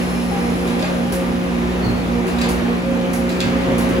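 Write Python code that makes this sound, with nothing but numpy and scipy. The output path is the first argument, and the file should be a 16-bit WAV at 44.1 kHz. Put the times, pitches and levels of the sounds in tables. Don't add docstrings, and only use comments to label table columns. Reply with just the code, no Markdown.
import sys
import numpy as np
from scipy import signal
from scipy.fft import irfft
from scipy.io import wavfile
from scipy.ndimage import uniform_filter1d

SR = 44100
rng = np.random.default_rng(int(sys.argv[2]) if len(sys.argv) > 2 else 0)


def transcribe(signal):
    frames = np.atleast_2d(signal).T
    limited = np.clip(frames, -1, 1)
    pcm = np.round(limited * 32767).astype(np.int16)
    wavfile.write(sys.argv[1], SR, pcm)


N = 176400
T = np.arange(N) / SR
EVENT_T = T[:SR]


def amp(db):
    return 10 ** (np.asarray(db) / 20)


def unit(x):
    return x / np.sqrt(np.mean(abs(x) ** 2) + 1e-20)


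def colour(points, hz):
    f, value = np.transpose(points)
    return np.interp(np.log(hz + 1), np.log(f), value)


def level(points):
    return amp(np.interp(T, *np.transpose(points)))


def waver(rate_hz=6.7):
    z = rng.standard_normal(N) + 1j * rng.standard_normal(N)
    return unit(np.fft.ifft(z / (1 + (np.fft.fftfreq(N, 1 / SR) / rate_hz) ** 4)))


# frequency in Hz, likeness from 0 to 1.
PORT_LIKENESS = [(60, .98), (130, .9), (280, .78), (550, .3), (1100, .25), (4000, .25), (6500, .5),
                 (8500, .93), (15000, .85)]
# frequency in Hz, lead of the left in radians.
PORT_LEAD = [(20, 0), (480, -.2), (1200, -2.5), (2400, -2.1), (4500, -1.2), (6500, -.6), (8600, -3.14),
             (10400, -6), (11600, -6.6), (13300, -9.4), (15200, -12.5)]

def noise(db_at, size=N):
    hz = np.fft.rfftfreq(size, 1 / SR)
    left, other = rng.standard_normal((2, len(hz))) + 1j * rng.standard_normal((2, len(hz)))
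    alike = colour(PORT_LIKENESS, hz)
    right = (alike * left + np.sqrt(1 - alike ** 2) * other) * np.exp(-1j * colour(PORT_LEAD, hz))
    return unit(irfft(np.array([left, right]) * amp(db_at(hz)), size))


def tone(hz, db, pan_db, unsteady, phase=None, phase_at_s=.215):
    phase = rng.random() if phase is None else phase
    turns, mean_hz = np.cumsum(hz * np.ones(N)) / SR, np.mean(hz)
    carrier = np.exp(2j * np.pi * (turns - np.interp(phase_at_s, T, turns) + phase))
    shared = 1 - .59 * (1 - colour(PORT_LIKENESS, mean_hz))
    drift = np.sqrt(shared) * waver() + np.sqrt(1 - shared) * np.array([waver(), waver()])
    envelope = np.sqrt(1 - unsteady ** 2) + unsteady * drift
    ports = unit(np.array([[amp(pan_db)], [np.exp(-1j * colour(PORT_LEAD, mean_hz))]]))
    return np.sqrt(2) * amp(db) * (ports * envelope * carrier).real


def orders(base_hz, table):
    return sum(tone(round(multiple) * base_hz, *row) for multiple, *row in table)


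# multiple of the shaft rate (rounded when played), level in dB,
# left over right in dB, unsteadiness from 0 to 1.
PUMP_ORDERS = [(7, -39.5, 30, 0.13), (9, -24.5, 1.5, 0.03), (11, -46.5, -16, 0.7), (14, -40.5, -1, 0),
               (15, -43, 6, 1), (16, -46, 4, 0.06), (18, -33, -2, 0.74), (20, -48, 13, 0.64),
               (24, -34.5, -6.5, 0.73), (36, -41.5, 36, 0.6), (60, -43.5, 22, 0.05), (71.5, -63, 13, 0.3)]
MOTOR_ORDERS = [(1, -34, -1.3, 0.34), (8, -43, 2.4, 0.49)]
# time in seconds, shaft rate in Hz.
MOTOR_SPEED = [(.5, 58.935), (.75, 59.031), (1.9, 59.013), (2.4, 58.963), (2.9, 58.876), (3.2, 59.113),
               (3.55, 59)]
# time in seconds, gain in dB.
MOTOR_SWELL = [(0, 1), (1.4, -1.5), (2.05, 7), (2.6, 1), (3.0, -3), (3.5, 3), (4, 5.5)]
THROB_SWELL = [(0, -0.5), (1.9, -1), (2.4, 2), (2.9, 1), (3.35, -0.5), (4, 1.5)]

def pump_and_motor(pump_hz=19.967):
    motor_hz = np.interp(T, *np.transpose(MOTOR_SPEED))
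    phase = rng.random()
    throb = tone(12 * pump_hz, db=-25, pan_db=-13.5, unsteady=.1, phase=phase)
    throb += tone(4 * motor_hz, db=-29.5, pan_db=-1.2, unsteady=.12, phase=phase)
    pump = orders(pump_hz, PUMP_ORDERS)
    motor = level(MOTOR_SWELL) * orders(motor_hz, MOTOR_ORDERS)
    return level(THROB_SWELL) * throb + pump + motor


# harmonic, dB against the swell, left over right in dB, unsteadiness from 0 to 1.
WHINE_ORDERS = [(1, -1.5, -0.5, 0.75), (2, -0.68, -0.5, 0.44)]
# time in seconds, level in dB.
WHINE_SWELL = [(0, -37), (.7, -36), (.96, -31), (1.07, -35.5), (1.18, -28), (1.5, -35), (2.74, -40),
               (2.92, -23.5), (3.06, -27), (3.22, -26), (3.31, -33), (3.5, -28), (3.59, -30.5),
               (3.72, -22.5), (3.81, -34), (3.92, -23)]

def oil_whine(hz=268.9):
    return level(WHINE_SWELL) * orders(hz, WHINE_ORDERS)


# pitch in Hz, level in dB, left over
# right in dB, unsteadiness from 0 to 1.
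STEADY_HUMS = [(64.75, -42.5, -2, 0.54), (76.3, -40.5, -2, 0.02), (804, -42.5, 17, 0.82),
               (1880, -48, 7, 0.55), (2393, -47, 7, 0.7)]

def steady_hums():
    return sum(tone(*row) for row in STEADY_HUMS)


# frequency in Hz, relative density in dB.
WASH_SPECTRUM = [(20, -20), (35, -7), (55, -6.5), (130, 0), (200, -0.5), (380, 2), (650, -3), (1000, -5),
                 (1500, -9), (2400, -11), (3500, -17), (5500, -25), (8000, -28), (11000, -32), (16000, -39)]
# time in seconds, gain in dB.
MID_SWELL = [(0, 1), (.28, -2), (.37, 1), (.58, 0.5), (.84, 1.5), (1.08, -0.5), (1.4, -1), (1.7, 0.5),
             (2.2, -0.5), (2.48, 3), (2.85, -1), (3.2, 0), (3.55, 2.5), (3.85, 4), (4, 3)]

def wash(db=-25.5, mid_hz=885, mid_octaves=2.34):
    hz, t, spectra = signal.stft(noise(lambda f: colour(WASH_SPECTRUM, f)), SR, nperseg=1024, noverlap=768)
    speckle = rng.standard_normal(spectra.shape[1:])
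    patches_db = unit(uniform_filter1d(uniform_filter1d(speckle, size=10, axis=0), size=16, axis=1))
    midrange = np.exp(-.5 * (np.log2((hz + 1) / mid_hz) / mid_octaves) ** 2)[:, None]
    spectra *= amp(patches_db + midrange * np.interp(t, *np.transpose(MID_SWELL)))
    return amp(db) * signal.istft(spectra, SR, nperseg=1024, noverlap=768)[1][:, :N]


# frequency in Hz, relative density in dB.
LEAK_SPECTRUM = [(2000, -0.5), (4800, -4), (7500, -4), (10000, -5), (12000, -8), (16000, -23)]
# time in seconds, level in dB.
LEAK_FADE = [(0, -39.5), (.6, -42), (1.3, -48), (2.1, -57), (4, -70)]
# starting pitch in Hz, half width in Hz, level in dB against the hiss.
LEAK_WHISTLES = [(4115, 16, -11), (5300, 26, -8.5), (10300, 110, -9)]

def leak():
    hiss = noise(lambda f: colour(LEAK_SPECTRUM, f))
    return level(LEAK_FADE) * (hiss + sum(whistle(*row) for row in LEAK_WHISTLES))


def whistle(hz, width_hz, db, sag_per_s=.011):
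    sing = signal.hilbert(noise(lambda f: -10 * np.log10(1 + ((f - hz) / width_hz) ** 4)))
    return amp(db) * (sing * np.exp(-1j * np.pi * hz * sag_per_s * T ** 2)).real


# start in seconds, level in dB.
PUFFS = [(0.02, -44), (.667, -41), (1.1225, -28), (2.268, -38.5), (2.4879, -30), (3.1323, -29),
         (3.782, -29.5), (3.89, -39)]
# frequency in Hz, relative density in dB.
PUFF_SPECTRUM = [(1500, 6), (3500, -6.5), (5000, -2.5), (7500, -1), (9500, 2), (11500, -2), (13000, -5),
                 (16000, -14)]

def puff(db, tube_hz=783, echo=.29, rise_s=.00098, hold_s=.019, t60=.35):
    t = EVENT_T
    tube = lambda f: -20 * np.log10(abs(1 - echo * np.exp(2j * np.pi * f / tube_hz)))
    air = noise(lambda f: colour(PUFF_SPECTRUM, f) + tube(f), size=SR)
    pop_db = 5 * np.exp(-t / .004)
    return air * np.minimum(t / rise_s, 1) * amp(db + pop_db - 60 * np.maximum(t - hold_s, 0) / t60)


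# start in seconds, hold in seconds, pitch in Hz, level in dB.
GROANS = [(0.31, 0.12, 798, -28), (0.74, 0.093, 804.6, -32.5), (0.789, 0.14, 612, -31.5),
          (2.246, 0.056, 374, -28)]

def groan(hold_s, hz, db):
    return squeak(hold_s, hz, db, width_hz=7.4, t60=.63)


# start in seconds, level in dB, treble tilt in dB per octave,
# ping in Hz, opening crack in dB against the crash.
CLACKS = [(.34, -37, -10, 1630, -6), (0.675, -34.5, 2, 3810, -8), (.792, -36, 6, 4750, -5),
          (0.8247, -30, -3, 4650, 2), (.838, -29, -7, 1625, -6), (2.28, -35, 6, 2700, -8),
          (2.385, -31, 2, 3860, -11), (2.4137, -25.5, 2.5, 4690, -3), (2.44, -33.5, 0, 2700, -6),
          (3.2921, -31.5, 6, 3940, -12), (3.4035, -26.5, 1.5, 3380, 6), (3.412, -26, -2, 2620, -1)]
# frequency in Hz, relative density in dB.
CLACK_SPECTRUM = [(300, -12), (900, 0), (2500, 4), (4500, 7), (6000, -4.5), (7600, -1), (9000, -8),
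                  (16000, -20)]
# frequency in Hz, relative level in dB, seconds to fall 60 dB.
STEEL_MODES = [(1594, -5, 1), (2090, -5.5, 0.71), (2454, -0.5, 0.3), (2634, -1.5, 0.36), (3480, -4.5, 0.24),
               (3830, -4, .16), (4540, -11, 0.25), (6310, -11, 0.6), (7440, -9, 0.2)]

def clack(db, tilt_db, ping_hz, crack_db, crack_s=.0052, crash_t60=.13, ping_t60=.22, hall_t60=.58):
    t = EVENT_T
    shape = lambda f: colour(CLACK_SPECTRUM, f) + tilt_db * np.log2(f / 3000 + .1)
    crack = noise(lambda f: shape(f) + 1.5 * np.log2(f + 1), size=SR)
    crack *= amp(crack_db) * np.exp(-(t / crack_s) ** 2)
    crash = noise(shape, size=SR) * amp(-60 * t / crash_t60)
    ring = 0
    for hz, mode_db, t60 in [*STEEL_MODES, (ping_hz, 2, ping_t60)]:
        turns = hz * rng.uniform(1.0, 1.02) * t + rng.random((2, 1))
        ring += amp(mode_db - 60 * t / t60) * np.sin(2 * np.pi * turns)
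    hall = noise(lambda f: shape(f) - 3 * np.log2(f / 1000 + 1), size=SR)
    hall *= np.minimum(t / .031, 1) * amp(-60 * t / hall_t60)
    return amp(db) * np.minimum(t / .00052, 1) * (crack + crash + amp(-5) * ring + amp(-2.5) * hall)


# start in seconds, hold in seconds, pitch in Hz, level in dB.
SQUEAKS = [(1.820, 0.045, 4420, -38), (1.863, 0.045, 4240, -38.5), (1.935, 0.051, 4430, -43.5),
           (1.973, 0.035, 4260, -48)]

def squeak(hold_s, hz, db, width_hz=60, rise_s=.0084, t60=.26):
    sing = noise(lambda f: -20 * np.log10(1 + ((f - hz) / width_hz) ** 2), size=SR)
    return sing * np.minimum(EVENT_T / rise_s, 1) * amp(db - 60 * np.maximum(EVENT_T - hold_s, 0) / t60)


# start in seconds, level in dB.
THUDS = [(1.83, -17.5), (1.875, -22.5), (2.02, -24.5), (3.421, -21.5), (3.661, -24), (3.902, -22.5)]
# frequency in Hz, relative density in dB.
THUD_SPECTRUM = [(30, -22), (70, -13), (125, 5.5), (170, -7), (300, -6), (500, -16), (2000, -47)]

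def thud(db, rise_s=.03, t60=.67):
    boom = noise(lambda f: colour(THUD_SPECTRUM, f), size=SR)
    return boom * np.minimum(EVENT_T / rise_s, 1) * amp(db - 60 * EVENT_T / t60)


def scene():
    mix = pump_and_motor() + oil_whine() + steady_hums() + wash() + leak()
    events = (puff, PUFFS), (groan, GROANS), (clack, CLACKS), (squeak, SQUEAKS), (thud, THUDS)
    for source, table in events:
        for start_s, *row in table:
            start = round(start_s * SR)
            mix[:, start:start + SR] += source(*row)[:, :N - start]
    return mix


def record(dry):
    lowpass = signal.firwin(511, cutoff=15950, window=("kaiser", 9), fs=SR)
    return signal.oaconvolve(dry, lowpass[None], "same")


dry = scene()
out = record(dry)
transcribe(out)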